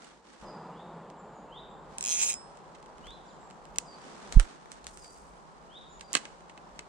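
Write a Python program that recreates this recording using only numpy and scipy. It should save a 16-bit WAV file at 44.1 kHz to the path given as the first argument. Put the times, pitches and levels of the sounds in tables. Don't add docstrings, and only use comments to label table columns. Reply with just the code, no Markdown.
import sys
import numpy as np
from scipy import signal
from scipy.fft import rfft, irfft
from scipy.io import wavfile

SR = 44100
rng = np.random.default_rng(int(sys.argv[2]) if len(sys.argv) > 2 else 0)


def generate_wav(sig):
    pcm = np.round(np.clip(np.atleast_2d(sig).T, -1, 1) * 32767).astype(np.int16)
    wavfile.write(sys.argv[1], SR, pcm)


N = 303408
TIME = np.arange(N) / SR
RUSH_ONSET_S = .425
GRIP_S = 2.1

# length_s, first_hz, last_hz (both before the call's pitch ratio),
# bend (1 straight, more = quick at first), loudest (share of the length)
RISING = (.15, 2620, 3920, .9, .58)
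FALLING = (0.15, 5350, 4600, 2.5, 0.31)
HELD = (.13, 5250, 4950, 1.6, .3)
THIN = (.08, 7600, 7150, 1.0, .35)
SLUR = (.09, 6300, 3200, 1, 0.48)


def from_db(db):
    return 10 ** (np.asarray(db) / 20)


def rms_one(x):
    return x / np.sqrt(np.mean(x ** 2) + 1e-20)


def add(out, s, sound):
    at = max(int(s * SR), 0)
    out[:, at:at + sound.shape[-1]] += sound[..., :max(N - at, 0)]


def pan(left_db):
    return from_db(np.array([[left_db], [-left_db]]) / 2)


def bump(s, width_s):
    return np.exp(-((TIME - s) / width_s) ** 2)


def swell(start_s, rise_s, hold_s, fade_db_per_s):
    t = TIME - start_s
    return np.clip(t / rise_s, 0, 1) * from_db(-fade_db_per_s * np.maximum(t - rise_s - hold_s, 0))


def drift(rate, t=TIME):
    return np.interp(t * rate, np.arange(4000), rng.standard_normal(4000))


def port_noise(size, alike, lag_count=0):
    shared, own = rng.standard_normal(size), rng.standard_normal((2, size))
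    return np.sqrt(alike) * np.array([np.roll(shared, lag_count), shared]) + np.sqrt(1 - alike) * own


def coloured(white, colour):
    hz, db = np.transpose(colour)
    log_hz = np.log(np.arange(N // 2 + 1) * SR / N + 1e-3)
    gain = from_db(np.interp(log_hz, np.log(hz), db, left=-90))
    return rms_one(irfft(rfft(white) * gain, N))


def resonate(x, modes):
    out = 0
    for k, (hz, width_hz, db) in enumerate(modes):
        r = np.exp(-np.pi * width_hz / SR)
        zeros = np.array([1, 0, -1]) * (1 - r * r) / 2
        poles = [1, -2 * r * np.cos(2 * np.pi * hz / SR), r * r]
        out = out + (-1) ** k * from_db(db) * signal.lfilter(zeros, poles, x + 1e-18)
    return out


def scatter(x, t60, alike):
    t = TIME[:SR]
    tail = port_noise(SR, alike) * np.exp(-np.log(1000) * t / t60) * (1 - np.exp(-t / 0.0016))
    tail = tail / np.sqrt(np.sum(tail ** 2) / 2)
    return signal.fftconvolve(np.atleast_2d(x), tail, axes=1)[:, :N]


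def burst(t, decay_s, alike):
    spectrum = rfft(port_noise(len(t), alike, lag_count=3) * np.exp(-t / decay_s))
    even = irfft(spectrum / (np.abs(spectrum) + 1e-12), len(t))
    even = even * np.exp(-(t / decay_s / 4) ** 2)
    return even * np.sqrt(decay_s * SR / 2 / np.sum(even ** 2, axis=1, keepdims=True))


def rubbing(gain, colour, grain_db, left_db):
    hiss = coloured(port_noise(N, alike=0.054, lag_count=3), colour)
    return gain * hiss * from_db(grain_db * drift(300)) * pan(left_db)


def strikes(hits, body, rattle_s, rattle_db, rattle_db_per_doubling, knock_hz, tick_hz, alike, echo_db):
    usual_contact_s = 0.0021
    out, t = np.zeros((2, N)), TIME[:8192]
    dull = signal.butter(4, 10000, fs=SR, output="sos")
    for s, knock_db, tick_db, decay_s, left_db in hits:
        shaken_db = rattle_db + rattle_db_per_doubling * np.log2(decay_s / usual_contact_s)
        rattle = signal.sosfilt(dull, port_noise(len(t), alike=0.49)) * np.exp(-t / rattle_s)
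        rattle = rattle * from_db(shaken_db + 2.9 * drift(217, t))
        modes = []
        for hz, width_hz, db, lean_db in body:
            blow_db = np.interp(np.log(hz), np.log([knock_hz, tick_hz]), [knock_db, tick_db])
            sides_db = (left_db + lean_db) * np.array([[1], [-1]]) / 2
            modes.append((hz, width_hz, db + blow_db + sides_db))
        add(out, s, resonate(burst(t, decay_s, alike) + rattle, modes))
    return out + from_db(echo_db) * signal.sosfilt(dull, scatter(out, t60=0.59, alike=.2))


def outdoors(hush_db=-15, apart_hz=7000, waver_db=.5):
    # pitch_hz, level_db
    rush_colour = [(53, -59), (90, -9), (108, -20), (141, -4.5), (159, 1), (280, -8), (396, -3.5),
                   (685, -4.5), (856, -2), (1050, -5), (2180, -26), (4900, -35), (5650, -41.5), (7360, -35),
                   (11500, -58), (15000, -88), (22000, -120)]
    # pitch_hz, level_db
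    spread_colour = [(59, -54), (100, -26), (136, -3), (162, 2.5), (298, -21), (754, -4), (1190, -5),
                     (1290, -6.5), (2500, -30.5), (3250, -59), (5500, -120)]
    rush_db, extra_db, settle_s = -52.5, 7, 2.02
    dip_s, dip_db, recover_s = 4.42, -5, 2.15
    spread_db, spread_start_s, spread_rise_s = -57, 0.79, 1.3
    settling_db = extra_db * np.clip(1 - (TIME - RUSH_ONSET_S) / settle_s, 0, 1)
    dipping_db = dip_db * (TIME > dip_s) * np.exp(-np.abs(TIME - dip_s) / recover_s)
    level_db = rush_db + settling_db + dipping_db + hush_db * (TIME < RUSH_ONSET_S)
    high_pass = signal.butter(1, apart_hz, "high", fs=SR, output="sos")
    apart = signal.sosfilt(high_pass, rng.standard_normal(N))
    rush = coloured(rng.standard_normal(N) + apart * [[1], [-1]], rush_colour)
    rush = rush * from_db(level_db + waver_db * drift(7.5))
    widening = from_db(spread_db) * np.clip((TIME - spread_start_s) / spread_rise_s, 0, 1)
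    spread = widening * coloured(rng.standard_normal(N), spread_colour)
    return rush + spread * [[1], [-1]]


def breeze(hush_db=-8, lumpy_db=4):
    # pitch_hz, level_db
    buffet_colour = [(15, -11), (35, 10), (55, 11), (85, -4), (110, -16), (150, -45)]
    # centre_s, level_db
    gust_rows = [(.47, -56), (1.93, -60), (2.2, -61), (3.08, -61), (3.74, -56), (4.39, -42), (5.65, -56)]
    steady_db, gust_half_width_s = -66.5, .06
    steady = from_db(steady_db + hush_db * (TIME < RUSH_ONSET_S))
    gusts = sum(from_db(db) * bump(s, gust_half_width_s) for s, db in gust_rows)
    buffeting = coloured(port_noise(N, alike=0.58), buffet_colour)
    return buffeting * np.hypot(steady, gusts) * from_db(lumpy_db * drift(5.5))


def far_drone():
    # pitch_hz, level_db
    drone_colour = [(90, -34), (130, -5), (170, 13), (230, 0), (400, -42), (2000, -79.5)]
    envelope = swell(RUSH_ONSET_S, rise_s=0.082, hold_s=0.36, fade_db_per_s=27)
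    return from_db(-54) * envelope * coloured(port_noise(N, alike=1.0), drone_colour)


def birds(waver=0.012, flutter_db=4.0, wood_db=-3.0, taper=1.6):
    # start_s, kind, level_db, pitch ratio, direct_db (direct sound's gain beside the echoes)
    bird_calls = [(.425, HELD, -56.5, 0.98, -17), (.69, RISING, -60, .98, -28),
                  (1.165, THIN, -70, .995, -2), (1.32, THIN, -66, 0.93, -15),
                  (1.476, RISING, -52, 0.98, -4.5), (1.68, THIN, -69, 1.03, -7),
                  (3.014, RISING, -53.5, 1.02, 1), (3.24, THIN, -63.5, 0.98, -10),
                  (3.255, SLUR, -64, 0.97, -2), (3.39, THIN, -62.5, 1.02, -10),
                  (3.845, FALLING, -57.5, .99, -1.5), (4.98, FALLING, -59.5, 1.01, -1.5),
                  (5.665, RISING, -54, 0.99, -5), (5.881, THIN, -59, 0.95, -21),
                  (6.015, HELD, -57.5, .94, -8)]
    glide_share = .76
    calls, direct = np.zeros((2, 2, N))
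    for s, (length_s, first_hz, last_hz, bend, loudest), db, ratio, direct_db in bird_calls:
        t = TIME[:int(length_s * SR)]
        to_go = np.maximum(1 - t / (glide_share * length_s), 0)
        hz = last_hz + (first_hz - last_hz) * to_go ** bend
        arch = np.sin(np.interp(t / length_s, [0, loudest, 1], [0, np.pi / 2, 0])) ** taper
        phase = 2 * np.pi * np.cumsum(hz * ratio * (1 + waver * drift(501, t))) / SR
        call = np.sqrt(2) * arch * from_db(db + flutter_db * drift(121, t)) * np.sin(phase)
        add(calls, s, call)
        add(direct, s, from_db(direct_db) * call)
    return direct + from_db(wood_db) * scatter(calls, t60=0.64, alike=0.7)


def sleeve_rub():
    # start_s, rise_s, hold_s, level_db
    arm_moves = [(-.02, 0.034, 0.069, -53.5), (0.215, 0.074, 0.041, -55.5), (0.373, 0.027, 0.016, -54.5),
                 (1.79, 0.27, 0.2, -53.5), (2.987, 0.027, 0.018, -61), (3.87, 0.19, 0.45, -51.5),
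                 (4.671, 0.047, .05, -57), (6.08, 0.064, 0.047, -50), (6.735, 0.026, 0.018, -62.5)]
    # pitch_hz, level_db
    cloth_colour = [(200, 10), (600, 4), (1400, 3.5), (2500, -4), (4000, -5.5), (6000, -7), (8500, -10),
                    (11000, -27), (15000, -79)]
    fade_db_per_s, grip_db = 90, -62
    moves = [from_db(db) * swell(s, rise_s, hold_s, fade_db_per_s) for s, rise_s, hold_s, db in arm_moves]
    grip = from_db(grip_db) * (TIME > GRIP_S)
    strength = np.sqrt(np.sum(np.square(moves), axis=0) + grip ** 2)
    return rubbing(strength, cloth_colour, grain_db=2.0, left_db=-2.0)


def line_hiss():
    # pitch_hz, level_db
    hiss_colour = [(2000, -47), (5000, -3.5), (8500, 2.5), (10300, -10), (12000, -23), (15000, -28)]
    running = from_db(-60.5) * swell(4.836, rise_s=0.12, hold_s=0.16, fade_db_per_s=51)
    return rubbing(running, hiss_colour, grain_db=3.5, left_db=-3.5)


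def air_puff(port_hz=22, port_q=0.78):
    # centre_s, suction_db, half_width_s
    puff_rows = [(4.3690, -4, .008), (4.370, -9, .002), (4.400, -13, .007)]
    suction = -sum(from_db(db) * bump(s, width_s) for s, db, width_s in puff_rows)
    w = 2 * np.pi * port_hz
    bass_cut = signal.bilinear([1, 0, 0], [1, w / port_q, w * w], SR)
    return signal.lfilter(*bass_cut, suction) * pan(-9.7)


def rod_strikes():
    # start_s, knock_db (low), tick_db (high), decay_s, left_minus_right_db
    rod_hits = [(4.3238, -21, -28, 0.002, -2), (4.3977, -7, -16, 0.00043, -12.5),
                (4.658, -34, -59, 0.0032, 4), (4.7175, -30, -31, 0.00086, -10),
                (4.843, -37, -39.5, 0.0009, -1), (4.8677, -22, -25, 0.00063, -5.5),
                (4.973, -36, -37, 0.0011, -9), (5.044, -37.5, -44, .0025, -6)]
    # pitch_hz, width_hz, level_db, left_minus_right_db
    rod_modes = [(566, 240, 0.5, 13), (1290, 200, -4, -16.5), (1740, 400, -4, -12.5), (2240, 550, 0, -6),
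                 (3230, 1200, 2, 4), (4250, 720, 6, 11.5), (5900, 1270, 5, 6), (7050, 1000, 7, 9),
                 (8100, 680, 6, -1), (10700, 890, -7.5, -2)]
    return strikes(rod_hits, rod_modes, rattle_s=0.024, rattle_db=-15, rattle_db_per_doubling=4.5,
                   knock_hz=1850, tick_hz=4360, alike=0.46, echo_db=-40)


def finger_ticks(spread_db=6, left_db=-2):
    ticks_per_s, knock_db, tick_db, decay_s = 2.8, -43.5, -48, 0.0018
    left_over_s = N / SR - GRIP_S
    rows = []
    for when, size in rng.random((int(ticks_per_s * left_over_s), 2)):
        change_db = spread_db * (size - .5)
        rows.append((GRIP_S + when * left_over_s, knock_db + change_db, tick_db + change_db, decay_s, left_db))
    return rows


def reel_strikes():
    # start_s, knock_db (low), tick_db (high), decay_s, left_minus_right_db
    clack_rows = [(0.044, -47, -48, .004, -9), (1.1, -42.5, -48, .0026, -2),
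                  (2.748, -43, -52.5, 0.0055, -4), (3.068, -35, -46, 0.003, 0),
                  (3.509, -35.5, -43, 0.0012, -1), (3.653, -40, -42, .001, -5),
                  (3.759, -37, -38, 0.0026, -3), (3.7846, -15.5, -7.5, .00075, -4.5),
                  (6.009, -30.5, -34.5, 0.0027, -2), (6.131, -36, -14, 0.00084, -7),
                  (6.138, -24.5, -27, 0.0062, -3), (6.1512, -5.5, -10, 0.0021, -6),
                  (6.168, -14, -23, 0.0015, -6), (6.173, -22, -23, 0.0018, 0),
                  (6.2528, -24.5, -36.5, .0021, 2), (6.4957, -35, -48, 0.0038, 0),
                  (6.5756, -33, -47.5, 0.0021, -3), (6.7914, -23, -31, .002, 1)]
    # pitch_hz, width_hz, level_db, left_minus_right_db
    reel_modes = [(265, 170, 0.5, 4), (554, 450, -5.5, -0.5), (1190, 140, -2, -10.5), (1628, 85, 0, -12.5),
                  (2080, 250, 4, -0.5), (2586, 110, 5.5, 0), (2950, 340, 4, -3.5), (4370, 530, 2, -5.5),
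                  (5120, 730, 2.5, 2.5), (6880, 700, 4.5, 1.5), (7850, 260, 8.5, 0), (8380, 880, 1.5, -1),
                  (10570, 420, -13.5, -2), (13140, 1600, -63, -1)]
    return strikes(clack_rows + finger_ticks(), reel_modes, rattle_s=0.015, rattle_db=-19.5,
                   rattle_db_per_doubling=8.5, knock_hz=2230, tick_hz=6000, alike=0.55, echo_db=-25.0)


def pull():
    # time_s, clicks_per_s
    pull_speed = [(1.983, 30.6), (2.01, 47.7), (2.06, 110), (2.12, 173), (2.17, 250), (2.28, 304),
                  (2.342, 71)]
    # centre_s, extra_db, half_width_s, pitch_rise_hz
    surge_rows = [(2.104, 6, 0.059, -100), (2.228, 6, 0.024, 900), (2.297, 4, 0.014, 1400)]
    tooth_db = -18.5
    slow_hz, fast_hz, knee_per_s = 8360, 6470, 86
    s, clicks_per_s = np.transpose(pull_speed)
    rate = np.interp(TIME, s, clicks_per_s)
    turning = (TIME >= s[0]) & (TIME <= s[-1])
    level_db = tooth_db + sum(db * bump(s, width_s) for s, db, width_s, _ in surge_rows)
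    spring_hz = fast_hz + (slow_hz - fast_hz) * np.exp(-(rate / knee_per_s) ** 2)
    spring_hz = spring_hz + sum(hz * bump(s, width_s) for s, _, width_s, hz in surge_rows)
    return turning, rate, level_db, spring_hz


def spool_ring(energy, turning, late_s):
    # pitch_hz, level_db, t60_s
    spool_modes = [(5233, -36, .42), (7639, -41.5, .39), (7849, -39, .52)]
    jolts = np.cumsum(turning * rng.standard_normal(N)) * .04
    ring = 0
    for hz, db, t60 in spool_modes:
        keep = np.exp(-2 * np.log(1000) / (t60 * SR))
        amplitude = np.sqrt(signal.lfilter([1], [1, -keep], energy))
        ring = ring + from_db(db) * amplitude * np.sin(2 * np.pi * hz * (TIME - late_s) + jolts)
    return ring * from_db(turning * (3 * drift(90) - 3))


def drag(contact_s=0.0016, spring_db=-8, spring_spread=.02, echo_db=-13, left_db=-4, uneven_db=.8,
         shared=1.09, own=0.47):
    # pitch_hz, width_hz, level_db
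    pawl_modes = [(2510, 260, -2.5), (3240, 130, -2.5), (3800, 930, -9.5), (5310, 180, -1.5),
                  (6000, 650, 1), (6830, 900, -1.5), (7700, 330, 0.5), (8250, 750, 1), (10600, 210, -14),
                  (13400, 1100, -28)]
    turning, rate, level_db, spring_hz = pull()
    teeth = np.flatnonzero(np.diff(np.ceil(np.cumsum(rate * turning) / SR)))
    t = TIME[:256]
    attack = t / .0007 * np.exp(1 - t / .0007)
    late_s = np.array([[2.5], [0]]) / SR
    chatters = [burst(t, contact_s, alike=0.54) for _ in range(32)]
    force, pings, energy = np.zeros((3, 2, N))
    for k, at in enumerate(teeth):
        s = TIME[at] + rng.normal(0, .00012)
        strength = from_db(level_db[at] + uneven_db * rng.standard_normal())
        sector, turn = divmod(k / 7.92, 0.97)
        here, following = chatters[int(sector)], chatters[int(sector) + 1]
        usual = np.cos(turn * np.pi / 2) * here + np.sin(turn * np.pi / 2) * following
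        add(force, s, strength * attack * (shared * usual + own * burst(t, contact_s, alike=0.55)))
        ping_hz = spring_hz[at] * rng.normal(1, spring_spread)
        add(pings, s, strength * attack * np.sin(2 * np.pi * ping_hz * (t - late_s)))
        add(energy, s, strength ** 2 * np.ones(1))
    pawl = resonate(force, pawl_modes) + from_db(spring_db) * pings
    echoes = from_db(echo_db) * scatter(pawl, t60=0.11, alike=0.14)
    return (pawl + echoes + spool_ring(energy, turning, late_s)) * pan(left_db)


def scene():
    bank = outdoors() + breeze() + far_drone() + birds()
    cast = sleeve_rub() + line_hiss() + air_puff() + rod_strikes()
    return bank + cast + reel_strikes() + drag()


def record(dry):
    return signal.sosfilt(signal.ellip(10, .1, 80, 16100, fs=SR, output="sos"), dry)


dry = scene()
out = record(dry)
generate_wav(out)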